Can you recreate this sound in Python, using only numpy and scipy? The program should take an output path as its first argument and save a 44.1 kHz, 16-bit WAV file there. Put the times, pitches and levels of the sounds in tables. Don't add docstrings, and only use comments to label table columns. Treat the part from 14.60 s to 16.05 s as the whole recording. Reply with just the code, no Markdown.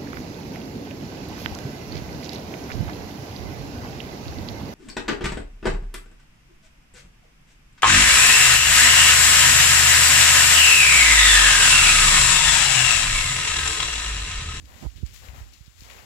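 import numpy as np
from scipy import signal
from scipy.fft import rfft, irfft
from scipy.ndimage import uniform_filter1d
import sys
import numpy as np
from scipy import signal
from scipy.fft import rfft, irfft
from scipy.io import wavfile
from scipy.ndimage import uniform_filter1d

SR = 44100
rng = np.random.default_rng(int(sys.argv[2]) if len(sys.argv) > 2 else 0)


def master_out(mix):
    frames = np.transpose(np.atleast_2d(mix))
    ceiling = np.clip(frames, -1, 1)
    pcm = np.round(ceiling * 32767).astype(np.int16)
    wavfile.write(sys.argv[1], SR, pcm)


N = 63945
T = np.arange(N) / SR


def amp(db):
    return 10 ** (np.asarray(db) / 20)


def unit_rms(x):
    return x / np.sqrt(np.mean(x ** 2) + 1e-20)


def colour(x, points):
    hz, db = np.transpose(points)
    size = 2 * N
    bins_hz = np.fft.rfftfreq(size, 1 / SR)
    gain = amp(np.interp(np.log(bins_hz + 1), np.log(hz), db))
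    return irfft(rfft(x, size) * gain, size)[..., :N]


def envelope(start, rise, hold, fade):
    return np.clip((T - start) / rise, 0, 1) * np.exp(-np.maximum(T - start - rise - hold, 0) / fade)


def grains(per_s, spread_db, friction, shared, port_delay_s=0.00032):
    size = amp(spread_db * np.minimum(rng.exponential(1, (3, N)), 4))
    clicks = unit_rms(size * rng.choice([-1., 1.], (3, N)) * (rng.random((3, N)) < per_s / SR))
    left, right, common = clicks + friction * rng.standard_normal((3, N))
    late = np.roll(common, round(port_delay_s * SR))
    return np.array([left + shared * late, right + shared * common])


def hiss(left_db=-55.5, right_db=-59.5):
    # f/Hz, level/dB
    spectrum = [(200, -1.5), (400, -6), (900, -4), (1600, 0), (2800, 0), (7400, -1.5), (16000, -7.5)]
    return amp([[left_db], [right_db]]) * unit_rms(colour(rng.standard_normal((2, N)), spectrum))


def wind(bass_cut_hz=51.7, collapse_ratio=0.49):
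    # f/Hz, level/dB
    rumble_spectrum = [(20, -28), (60, -3), (90, -9.5), (140, -26), (250, -28), (500, -42), (3000, -71)]
    gust_spectrum = [(40, 6.5), (90, 4.5), (250, -1), (430, -10.5), (820, -13.5), (1400, -25),
                     (3000, -31.5), (5000, -46), (16000, -65)]
    # t/s, level/dB
    rumble_left = [(0, -64), (.12, -46), (.2, -86), (.41, -69), (.48, -51.5), (.64, -44.5), (.8, -50),
                   (.92, -53), (.98, -70), (1.14, -68), (1.19, -49.5), (1.28, -64), (1.45, -76)]
    rumble_right = [(0, -42.5), (0.037, -40.5), (.09, -48), (.16, -43.5), (.2, -47.5), (.32, -46.5),
                    (0.379, -41.5), (0.488, -42), (.56, -49), (.66, -50), (.76, -43), (.85, -45.5),
                    (.98, -52.5), (1.14, -56.5), (1.19, -47), (1.45, -48.5)]
    # t/s, rise/s, hold/s, level/dB, low-pass f/Hz
    gusts = [(0.212, 0.02, 0.038, -30.5, 6250), (.425, 0.00535, 0.00673, -31.5, 494)]
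    # t/s, port (0 left, 1 right), level/dB, swell/s
    puffs = [(0.04, 0, -30.5, 0.0048), (.536, 0, -39.5, 0.0014), (0.688, 0, -21.5, 0.0039),
             (0.734, 0, -25.5, 0.0029), (0.783, 0, -25, 0.0029), (.811, 0, -33.5, 0.0024),
             (1.207, 0, -23.5, 0.0082), (0.164, 1, -36.5, 0.0012), (.262, 1, -8.5, 0.0042),
             (.357, 1, -20.5, 0.0042), (.384, 1, -31.5, .0018), (0.4335, 1, -7.5, .0026),
             (0.749, 1, -30, 0.0028), (.813, 1, -19.5, 0.0044), (1.009, 1, -26, 0.0028),
             (1.08, 1, -29.5, 0.0021), (1.221, 1, -33.5, 0.0011)]
    air = colour(rng.standard_normal((2, N)), rumble_spectrum)
    air /= np.sqrt(uniform_filter1d(air ** 2, 2205, axis=1) + 1e-20)
    air *= amp([np.interp(T, *np.transpose(curve)) for curve in (rumble_left, rumble_right)])
    eddies = unit_rms(colour(rng.standard_normal(N), gust_spectrum))
    for start, rise, hold, db, top_hz in gusts:
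        gust = signal.sosfilt(signal.butter(4, top_hz, fs=SR, output="sos"), eddies)
        air[1] += amp(db) * envelope(start, rise, hold, fade=0.0013) * gust
    for start, port, db, swell in puffs:
        age = np.clip((T - start) / swell, -40, 40)
        air[int(port)] += amp(db) * 2 / (np.exp(-age) + np.exp(age / collapse_ratio))
    bass_cut = signal.cheby1(4, 0.5, bass_cut_hz, btype="high", fs=SR, output="sos")
    return signal.sosfilt(bass_cut, air)


def scuffs(sand_db=-44):
    # t/s, rise/s, fade/s, level/dB
    strokes = [(0.046, 0.0095, 0.02, -51.5), (.09, 0.14, 0.07, -49.5), (0.354, 0.0086, 0.056, -52),
               (0.446, 0.017, 0.13, -50), (0.523, 0.02, 0.11, -47), (.62, 0.034, 0.045, -52.5),
               (0.743, 0.016, 0.28, -55), (0.92, 0.018, 0.028, -50.5), (1.062, 0.005, 0.014, -53),
               (1.152, 0.049, 0.22, -49.5), (1.295, 0.0075, 0.17, -54)]
    # f/Hz, level/dB
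    grit_spectrum = [(300, -11), (700, -12), (1300, -5.5), (2200, 1.5), (3800, 0.5), (5500, -1.5),
                     (7500, -6.5), (16000, -13.5)]
    sand_spectrum = [(2000, -24), (6000, -6.5), (11000, -6), (16000, -8)]
    rub = np.sqrt(sum((amp(db) * envelope(start, rise, 0, fade)) ** 2
                      for start, rise, fade, db in strokes))
    sand = unit_rms(colour(rng.standard_normal((2, N)), sand_spectrum))
    grit = unit_rms(colour(grains(per_s=3500, spread_db=4.5, friction=0.91, shared=0.24), grit_spectrum))
    return rub * grit + amp(sand_db) * (rub / rub.max()) ** 2 * sand


def crunches():
    # t/s, hold/s, level/dB
    steps = [(0.065, 0.12, -50), (0.609, 0.066, -48), (0.719, 0.065, -47), (1.223, 0.15, -51),
             (1.265, 0.15, -49.5)]
    # f/Hz, level/dB
    spectrum = [(100, -20), (210, -3), (320, -5), (500, -0.5), (800, 0), (1200, -0.5), (2000, -1),
                (3500, -8), (7000, -13), (16000, -11)]
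    weight = np.sqrt(sum((amp(db) * envelope(start, rise=0.022, hold=hold, fade=0.032)) ** 2
                         for start, hold, db in steps))
    dirt = grains(per_s=3000, spread_db=3.5, friction=0.6, shared=1.0)
    return weight * unit_rms(colour(dirt, spectrum))


def tunnel(x, level_db=-8.5, t60_s=0.47, predelay_s=0.012):
    wall_hz = [513, 571, 768, 835]
    t = T[:SR // 2]
    hollow = amp(-32) * sum(np.sin(2 * np.pi * (hz * t + rng.random((2, 1)))) for hz in wall_hz)
    tail = (rng.standard_normal((2, len(t))) + hollow) * amp(-60 * t / t60_s) * (t > predelay_s)
    return amp(level_db) * signal.fftconvolve(x, tail / np.linalg.norm(tail[0]), axes=1)[:, :N]


def clinks(fade_s=0.0042):
    # t/s, level/dB, f/Hz
    knocks = [(0.303, -49, 2840), (1.385, -40, 2580)]
    return sum(amp(db) * envelope(start, 1 / hz, 0, fade_s) * np.sin(2 * np.pi * hz * (T - start))
               for start, db, hz in knocks)


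def pebbles(band_ratio=1.24):
    # t/s, level/dB, centre f/Hz, fade/s
    stones = [(.373, -50.5, 3180, 0.016), (.4644, -41.5, 5600, 0.0021), (.686, -38, 2640, .002),
              (.935, -45.5, 4560, 0.0059), (1.0615, -42, 3740, 0.0011), (1.2075, -38, 4600, 0.0018),
              (1.234, -41, 5000, 0.0013), (1.3003, -33, 2710, .001), (1.304, -33.5, 2700, 0.00079),
              (1.311, -37.5, 3050, 0.0039), (1.320, -38.5, 2460, 0.0013)]
    out = np.zeros((2, N))
    for start, db, hz, fade in stones:
        band = signal.butter(2, [hz / band_ratio, hz * band_ratio], "band", fs=SR, output="sos")
        grind = unit_rms(signal.sosfilt(band, rng.standard_normal((2, N))))
        out += amp(db) * envelope(start, 1 / SR, 0, fade) * grind
    return out


def scene():
    # f/Hz, gain/dB
    muffle = [(60, 8), (270, -6), (500, -2.5), (1200, -5), (2000, -13), (3900, -14.5), (4900, -26),
              (5700, -21), (7500, -34.5), (8900, -19), (10000, -9), (11300, -11), (11900, -21),
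              (16000, -23)]
    feet = crunches() + scuffs() + pebbles() + clinks()
    left, right = feet + hiss() + tunnel(feet)
    return np.array([left, colour(right, muffle)]) + wind()


def record(dry, top_hz=15900):
    # f/Hz, gain/dB
    response = [(20, 0), (6300, 0.5), (7400, 5), (8300, -7), (12000, -2.5), (16000, -4)]
    low_pass = signal.firwin(511, top_hz, window=("kaiser", 9), fs=SR)
    return signal.oaconvolve(colour(dry, response), low_pass[None], "same")


dry = scene()
out = record(dry)
master_out(out)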